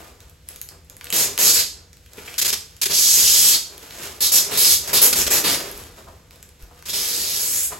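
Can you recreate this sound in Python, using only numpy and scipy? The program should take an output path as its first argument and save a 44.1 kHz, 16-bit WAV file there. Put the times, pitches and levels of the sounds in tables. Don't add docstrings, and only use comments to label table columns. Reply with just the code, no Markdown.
import sys
import numpy as np
from scipy import signal
from scipy.fft import rfft, irfft, next_fast_len
from scipy.io import wavfile
from scipy.ndimage import uniform_filter1d

SR = 44100
rng = np.random.default_rng(int(sys.argv[2]) if len(sys.argv) > 2 else 0)


def pcm_store(signal):
    levels = np.round(np.clip(np.atleast_2d(signal), -1, 1) * 32767)
    wavfile.write(sys.argv[1], SR, levels.astype(np.int16).T)


N = 343627
T = np.arange(N) / SR
RELEASE_S = .05

# frequency in Hz, strength in dB per Hz (relative).
SHEET_SPECTRUM = [(30, -28.5), (80, -10.5), (150, -0.5), (260, -3.5), (420, 3), (700, -4.5), (1300, -4),
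                  (2500, -3.5), (8000, -18.5)]
# frequency in Hz, strength in dB per Hz (relative).
LOOSE_SPECTRUM = [(300, -19.5), (1500, -2.5), (3000, -2), (6000, -3), (10000, -3), (16000, -7)]


def amp(db):
    return 10 ** (np.asarray(db) / 20)


def evened(x):
    return x / np.sqrt(np.mean(x ** 2) + 1e-20)


def read(points, hz):
    f, value = np.transpose(points)
    return np.interp(np.log(hz + 1), np.log(f + 1), value)


def add(mix, s, sound):
    part = mix[..., max(round(s * SR), 0):][..., :sound.shape[-1]]
    part += sound[..., :part.shape[-1]]


def coloured(x, spectrum):
    size = next_fast_len(x.shape[-1] + 512)
    gain = amp(read(spectrum, np.fft.rfftfreq(size, 1 / SR)))
    return evened(irfft(rfft(x, size) * gain, size)[..., :x.shape[-1]])


def snaps(count, per_s, spread_db):
    size = amp(spread_db * np.minimum(rng.exponential(1, (2, count)), 4.5))
    happens = rng.random((2, count)) < per_s / SR
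    return evened(size * rng.standard_normal((2, count)) * happens)


def waver(count, rate_hz):
    knots = rng.standard_normal(8192)
    return np.interp(np.arange(count) / SR * rate_hz, np.arange(len(knots)), knots)


def stroke(count, rise_s, fall_s):
    t = np.arange(count) / SR
    return np.clip(t / rise_s, 0, 1) * np.clip((t[-1] - t) / fall_s, 0, 1)


def ambience(level_db=-51):
    # frequency in Hz, strength in dB per Hz (relative).
    air_spectrum = [(20, -22), (50, 0), (80, 1.5), (120, -9), (250, -18.5), (480, -23), (900, -27.5),
                    (2500, -27), (8000, -30.5), (16000, -37.5)]
    # centre frequency in Hz, rms level in dB in the mid.
    hum_tones = [(79.7, -62.5), (157.7, -63.5), (487, -69.5)]
    air = amp(level_db) * coloured(rng.standard_normal((2, N)), air_spectrum)
    for hz, db in hum_tones:
        phase = 2 * np.pi * hz * T + 2.9 * waver(N, rate_hz=7.8)
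        air[0] += amp(db) * np.sqrt(2) * np.sin(phase)
    return air


def handling(slide_db=-3.0, rustle_db=-4):
    # peak time in seconds, rise in seconds, fall in seconds,
    # sliding sheet in dB and rustling film in dB at the peak (slide_db and rustle_db are added later).
    moves = [ (0.01, 0.078, 0.13, -41, -41.5), (0.21, 0.022, 0.13, -51.5, -50),
             (0.50, 0.036, 0.13, -50.5, -42), (0.72, 0.023, 0.053, -45.5, -52),
             (0.905, .01, 0.061, -50, -55.5), (1.12, 0.11, .05, -44.5, -38.5),
             (1.26, 0.093, 0.12, -35.5, -30), (1.78, 0.11, 0.095, -52, -61),
             (2.18, 0.057, 0.19, -44, -39.5), (2.31, 0.19, 0.24, -50.5, -38.5),
             (2.70, .08, 0.4, -64, -49.5), (3.74, 0.18, 0.11, -46, -43), (3.828, .012, 0.079, -43, -35),
             (4.04, 0.17, 0.14, -38, -29.5), (4.50, 0.3, 0.19, -36, -31.5), (4.90, 0.09, 0.21, -33, -27),
             (5.19, .12, 0.11, -34, -25), (5.40, 0.13, 0.073, -30.5, -28),
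             (5.60, 0.092, 0.22, -32.5, -29.5), (5.78, .03, 0.2, -49, -43), (5.985, 0.013, 0.058, -41, -40),
             (6.10, 0.045, 0.19, -50.5, -52), (6.329, 0.028, 0.26, -52.5, -50.5),
             (6.60, .015, 0.18, -52.5, -49.5), (6.79, 0.13, 0.13, -58, -50),
             (7.73, 0.037, 0.054, -36, -33.5), ]
    # frequency in Hz, strength in dB per Hz (relative).
    slide_spectrum = [(30, -25.5), (100, -2), (250, -3), (430, 3), (750, -2.5), (1400, -4.5), (3000, -18),
                      (8000, -26.5)]
    drop_db = -14
    slide, rustle = np.zeros((2, N))
    for s, rise, fall, sheet_db, film_db in moves:
        away = np.maximum((s - T) / rise, (T - s) / fall)
        near = away < 3
        motion_db = drop_db * away[near]
        slide[near] = np.hypot(slide[near], amp(sheet_db + motion_db))
        rustle[near] = np.hypot(rustle[near], amp(film_db + motion_db))
    scuff = coloured(snaps(N, per_s=2500, spread_db=1.0), slide_spectrum)
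    scuff = scuff * amp(slide_db + 0.53 * waver(N, rate_hz=47))
    crackle = coloured(snaps(N, per_s=6000, spread_db=2.6), LOOSE_SPECTRUM)
    crackle = crackle * amp(rustle_db + 2 * waver(N, rate_hz=110))
    return slide * scuff + rustle * crackle


def crinkle(s, level_db, tilt_db, travel_s=.0022, ring_s=0.00082):
    t, hz = np.arange(1024) / SR, np.fft.rfftfreq(1024, 1 / SR)
    flip = rng.standard_normal(len(t)) * (np.exp(-t / ring_s) + .04 * np.exp(-t / .004))
    colour = amp(read(LOOSE_SPECTRUM, hz) + tilt_db * np.clip((hz - 2000) / 8000, 0, 1))
    lag = np.exp(-4j * np.pi * travel_s * np.sqrt(1000 * hz))
    snap = irfft(rfft(flip) * colour * lag)
    return s - .0007, amp(level_db) * snap / np.linalg.norm(snap) * np.sqrt(0.004 * SR)


def bell(octaves, width):
    return np.exp(-.5 * (octaves / width) ** 2)


def patches(shape):
    field = rng.standard_normal(shape)
    along_hz = uniform_filter1d(field, size=3, axis=0)
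    return evened(uniform_filter1d(along_hz, size=18, axis=1))


def film_gain(hz, ring_hz, bright_db, ring_db=7.0, ring_octaves=0.35, overtone_db=2, overtone=2.03,
              skirt_db=8, skirt_octaves=1.46):
    # frequency in Hz, strength in dB per Hz (relative).
    film_spectrum = [(200, -23), (1000, -16.5), (2000, -8), (3500, -0.5), (6000, -3.5), (8000, -2.5),
                     (10000, 0), (12500, -3), (16000, -5.5)]
    octaves = np.log2((hz + 1) / ring_hz)
    modes = ring_db * bell(octaves, ring_octaves)
    modes = modes + overtone_db * bell(octaves - np.log2(overtone), 0.21)
    skirt = skirt_db * np.clip(-(octaves + 0.29) / (skirt_octaves - .35), 0, 1)
    treble = np.clip((hz - 5500) / 6000, 0, 1) * (bright_db + 6)
    shifting = 1.7 * patches(octaves.shape)
    gain = amp(read(film_spectrum, hz) + modes - skirt + treble + shifting)
    return gain / np.linalg.norm(gain, axis=0)


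def peel(t, stop_s, level_db, ring_hz, sheet_db, bright_db, catch_db=0.65, drum_db=-2):
    grab_db, grab_s = -6.5, 0.0074
    release_db = -17
    bonds = snaps(len(t), per_s=15000, spread_db=0.6)
    hz, at, z = signal.stft(bonds, SR, nperseg=256)
    z *= film_gain(hz[:, None], np.interp(at, t, ring_hz), np.interp(at, t, bright_db))
    hiss = evened(signal.istft(z, SR, nperseg=256)[1][:, :len(t)])
    hiss = hiss * amp(level_db + grab_db * np.exp(-t / grab_s))
    drum = coloured(bonds, SHEET_SPECTRUM) * amp(sheet_db + drum_db)
    flutter_db = catch_db * waver(len(t), rate_hz=180)
    force = amp(release_db * np.maximum(t - stop_s, 0) / RELEASE_S + flutter_db)
    return (hiss + drum) * force * stroke(len(t), rise_s=0.0019, fall_s=0.0076)


def pull(s, length, level_db, swell_db, start_hz, end_hz, sheet_db, bright_db):
    drum_sag_db_per_s = -42.5
    dulling_db = -5.5
    t = np.arange(0, length + RELEASE_S, 1 / SR)
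    done = np.minimum(t / length, 1)
    force_db = level_db + swell_db * (done - .5)
    ring_hz = start_hz + (end_hz - start_hz) * done
    drumming_db = sheet_db + drum_sag_db_per_s * t
    brightness_db = bright_db + dulling_db * (done - .5)
    return s, peel(t, length, force_db, ring_hz, drumming_db, brightness_db)


def scrape(s, length, level_db, start_hz, end_hz):
    slips = snaps(round(length * SR), per_s=2400, spread_db=-1)
    glide_hz = np.linspace(start_hz, end_hz, slips.shape[1])
    turn = np.exp(2j * np.pi * np.cumsum(glide_hz) / SR)
    r = np.exp(-np.pi * .85 * start_hz / SR)
    rasp = (turn * signal.lfilter([1], np.poly([r, r]), slips / turn)).real
    return s, amp(level_db) * evened(rasp) * stroke(slips.shape[1], rise_s=0.0053, fall_s=0.024)


def flex():
    # start in seconds, level in dB before the rise and decay.
    wobbles = [(1.56, -45), (2.43, -45), (3.21, -41), (4.45, -53), (4.69, -40), (4.95, -49), (5.12, -35),
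               (5.47, -49), (5.72, -41), (6.02, -48), (6.93, -48)]
    rise_s, t60_s = .03, 0.92
    level, t = np.zeros(N), np.arange(SR) / SR
    for s, level_db in wobbles:
        add(level, s, np.minimum(t / rise_s, 1) * amp(level_db - 60 * t / t60_s))
    low = [(15, -30.5), (35, -6.5), (80, 0.5), (140, -13), (300, -19), (1000, -76.5)]  # Hz, dB
    return level * coloured(rng.standard_normal((2, N)), low)


def bump(s, level_db, hz, t60):
    t = np.arange(SR // 3) / SR
    ring = np.sin(2 * np.pi * hz * t) + .5 * np.sin(2 * np.pi * hz * 0.684 * t)
    return s, ring * amp(level_db - 60 * t / t60) * (1 - np.exp(-t / 0.0037))


def tug(s, length, level_db, sheet_db):
    bonds = snaps(round((length + 0.0024) * SR), per_s=14000, spread_db=2.0)
    rip_spectrum = [(300, -44), (1000, -14.5), (2000, -5.5), (5000, 6.0), (8000, 4.0),
                    (11000, 4.0), (16000, -1.5)]
    rip = coloured(bonds, rip_spectrum)
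    drum = amp(sheet_db) * coloured(bonds, SHEET_SPECTRUM)
    return s, amp(level_db) * (rip + drum) * stroke(bonds.shape[1], rise_s=0.0023, fall_s=0.004)


def long_peel(rows, hiss_db=1.12, drum_db=3.0):
    s, *controls = np.transpose(rows)
    length = s[-1] - s[0]
    t = np.arange(0, length + RELEASE_S, 1 / SR)
    level_db, ring_hz, sheet_db, bright_db = (np.interp(s[0] + t, s, control) for control in controls)
    return s[0], peel(t, length, level_db + hiss_db, ring_hz, sheet_db + drum_db, bright_db)


def room(x, gap_s=0.0024, cycles_per_s=2.5, count=4):
    # frequency in Hz, time to fall by 60 dB in seconds.
    decay_times = [(150, 0.51), (500, 0.47), (2000, 0.37), (5000, 0.42), (10000, 0.35), (16000, 0.23)]
    wet = np.zeros((2, N))
    for k in range(count):
        hz, t, z = signal.stft(rng.standard_normal((2, SR * 3 // 4)), SR, nperseg=256)
        fading = z * amp(-60 * t / read(decay_times, hz)[:, None])
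        tail = signal.istft(fading, SR, nperseg=256)[1]
        tail *= np.clip(np.arange(tail.shape[1]) / SR / gap_s - .5, 0, 1)
        away = abs((T * cycles_per_s * count + k) % count - count / 2)
        share = np.sqrt(np.clip(1 - away, 0, 1))
        wet += signal.oaconvolve((x * share)[None], tail / np.linalg.norm(tail[0]), axes=1)[:, :N]
    return wet


def scene(peel_room_db=-6, loose_room_db=-3, knock_room_db=-8):
    # time in seconds, level in dB, treble tilt in dB
    crinkles = [(0.2045, -42, 2), (0.297, -44, 12), (0.488, -27.5, 13.5), (0.5604, -34.5, 6),
                (0.6151, -25, 10), (0.6888, -32.5, 4), (0.847, -52, 15), (0.8985, -36, 5),
                (0.9674, -37.5, 7), (1.0109, -33.5, -12), (1.0434, -28.5, 12.5), (1.0546, -38, -5),
                (1.0692, -33.5, -8.5), (1.1035, -22, -1.5), (1.1258, -18, -1.5), (1.378, -16, 4),
                (1.9308, -42.5, -3), (1.97, -45.5, 0), (2.0617, -44.5, -5), (2.134, -38.5, 6),
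                (2.3417, -32, -10), (2.766, -41.5, -2), (3.7795, -34, 9), (3.908, -34.5, -3),
                (5.7146, -28, 30), (5.777, -31, 28), (5.838, -38, 9), (6.3088, -42, 3), (6.359, -45, 6),
                (6.428, -36, 3.5), (6.491, -45.5, 4), (6.6245, -42, 3), (6.8247, -38.5, -4)]
    # start in seconds, length in seconds, hiss level in dB, swell over the pull
    # in dB, film resonance at the start in Hz and at the end in Hz, drumming of the sheet in dB
    # (before peel's trim), brightness in dB (before film_gain's 6 dB lift).
    pulls = [ (1.127, 0.11, -17.5, 2, 5430, 6400, -26.5, -2),
             (1.385, 0.12, -13.5, 5, 6300, 5960, -26, -3.5), (1.532, 0.075, -15, -3, 5760, 4930, -34.5, -6),
             (2.896, 0.025, -22, 4, 4900, 5200, -29.5, -5),
             (4.205, 0.067, -15.5, -0.5, 5000, 5300, -35.5, -3.5),
             (4.317, 0.068, -11, -1, 6230, 5750, -31, -1), (4.509, 0.066, -25.5, 6.5, 4000, 4770, -28.5, 0),
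             (4.571, 0.17, -12.5, 1.5, 4900, 5680, -31, -2), (4.930, 0.052, -13.5, 0, 5600, 5050, -24, -.5),
             (5.014, 0.057, -8.5, -6.5, 5470, 6570, -22.5, 4.5),
             (5.155, 0.065, -17.5, -1.5, 6700, 6100, -27.5, -3),
             (5.303, 0.077, -16, -3, 6800, 6130, -24, -1.5),
             (5.439, 0.11, -20, -4.5, 4200, 5370, -22.5, -3),
             (6.882, 0.021, -25.5, 2.5, 4350, 4300, -38.5, -4), ]
    # start in seconds, length in seconds, level in dB,
    # resonance at the start in Hz and at the end in Hz.
    scrapes = [(1.551, 0.081, -35, 2100, 1590), (2.177, 0.031, -40, 2270, 1700),
               (2.274, 0.029, -35, 2300, 1700), (3.994, 0.054, -49, 1500, 1200),
               (5.97, 0.038, -48.5, 1200, 850), (6.066, 0.05, -45.5, 900, 697),
               (6.706, 0.04, -51.5, 900, 700), (6.771, 0.031, -54, 1310, 1100),
               (7.714, 0.034, -35, 1130, 600)]
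    # start in seconds, level in dB, pitch in Hz, time to fall by 60 dB in seconds.
    bumps = [(2.18, -20.5, 420, 0.029), (2.86, -27.5, 387, 0.075), (3.173, -30, 420, 0.054),
             (4.718, -41.5, 63.4, 0.15), (6.628, -32.5, 46.4, 0.21)]
    # start in seconds, length in seconds (a little is added), level in dB,
    # drumming of the sheet in dB relative to the tug.
    tugs = [(2.380, 0.022, -16, -26), (2.413, 0.019, -15.5, -20), (2.446, 0.027, -18.5, -17),
            (2.477, 0.03, -19, -18.5), (2.527, 0.017, -17.5, -16), (2.814, 0.029, -17, -23.5),
            (2.855, 0.016, -17.5, -16.5), (4.873, 0.017, -27.5, -23), (4.89, 0.013, -30.5, -5),
            (5.127, 0.014, -14.5, -12), (5.264, 0.019, -21, -5), (6.854, 0.027, -34, -12)]
    # time in seconds, hiss level in dB, film resonance
    # in Hz, drumming in dB, brightness in dB (long_peel, peel and film_gain add their trims).
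    long_peels = [
        [(2.93, -17, 5190, -38, -3), (2.944, -16.5, 5430, -43.5, -5.5), (3.122, -14, 6500, -47, -5.5),
         (3.204, -14.5, 6100, -39.5, -6), (3.248, -14.5, 5630, -42, -6), (3.504, -13, 6300, -41.5, -4.5),
         (3.55, -16.5, 5430, -37.5, -7.5)],
        [(6.93, -24, 4780, -35, -4), (6.944, -22.5, 4760, -38.5, -5.5), (7.032, -24.5, 5540, -40.5, -3.5),
         (7.316, -25, 4860, -43.5, -5), (7.412, -23, 6330, -42.5, -2), (7.6, -22, 7350, -45.5, -3),
         (7.66, -22, 8400, -51, -1)],
    ]
    taut, knocks = np.zeros((2, 2, N))
    loose = handling()
    for row in crinkles:
        add(loose[0], *crinkle(*row))
    for row in pulls:
        add(taut, *pull(*row))
    for row in scrapes:
        add(loose, *scrape(*row))
    for row in bumps:
        add(knocks[0], *bump(*row))
    for row in tugs:
        add(taut, *tug(*row))
    for rows in long_peels:
        add(taut, *long_peel(rows))
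    to_room = amp(peel_room_db) * taut[0] + amp(loose_room_db) * loose[0] + amp(knock_room_db) * knocks[0]
    mid, side = taut + loose + knocks + room(to_room) + flex() + ambience()
    return np.array([mid + side, mid - side]) / 2


def record(dry):
    # frequency in Hz, left-right likeness (0 to 1),
    # lead of the left in radians, left minus right in dB.
    ports = np.transpose([(100, 0.96, 0.02, 0.15), (500, 0.83, 0.2, 0.95), (1100, 0.25, 0.52, 1.12),
                          (2400, 0.85, 0.01, 0.08), (3100, 0.7, -0.2, -0.53), (3800, 0.52, -0.49, -0.95),
                          (5000, 0.51, -0.63, -2.64), (5800, 0.29, 0.64, -2.7), (7000, 0.84, -0.05, -0.31),
                          (8100, 0.65, 0.77, -0.84), (8900, 0.91, 2.96, 0.0), (10000, 0.85, 3.46, -0.3),
                          (11400, 0.96, 6.24, 0.01), (12600, 0.96, 6.32, -0.12), (13600, 0.88, 9.25, 0.14),
                          (14900, 0.94, 9.51, -0.05), (15700, 0.57, 11.12, -0.22)])
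    edge_hz = 15980
    size = next_fast_len(N + 4096)
    hz = np.fft.rfftfreq(size, 1 / SR)
    same, lead, balance_db = (np.interp(hz, ports[0], column) for column in ports[1:])
    same = np.clip(same, 0, 1)
    mid = rfft(dry[0] + dry[1], size) * np.sqrt((1 + same) / 2)
    side = rfft(dry[0] - dry[1], size) * np.sqrt((1 - same) / 2)
    turn = np.exp(.5j * lead) * amp(balance_db / 2)
    pair = irfft([(mid + side) * turn, (mid - side) / turn], size)[:, :N]
    pair = np.tanh(pair / 1.3) * 1.3
    low_pass = signal.firwin(511, edge_hz, window=("kaiser", 9), fs=SR)
    return signal.oaconvolve(pair, low_pass[None], "same")


dry = scene()
out = record(dry)
pcm_store(out)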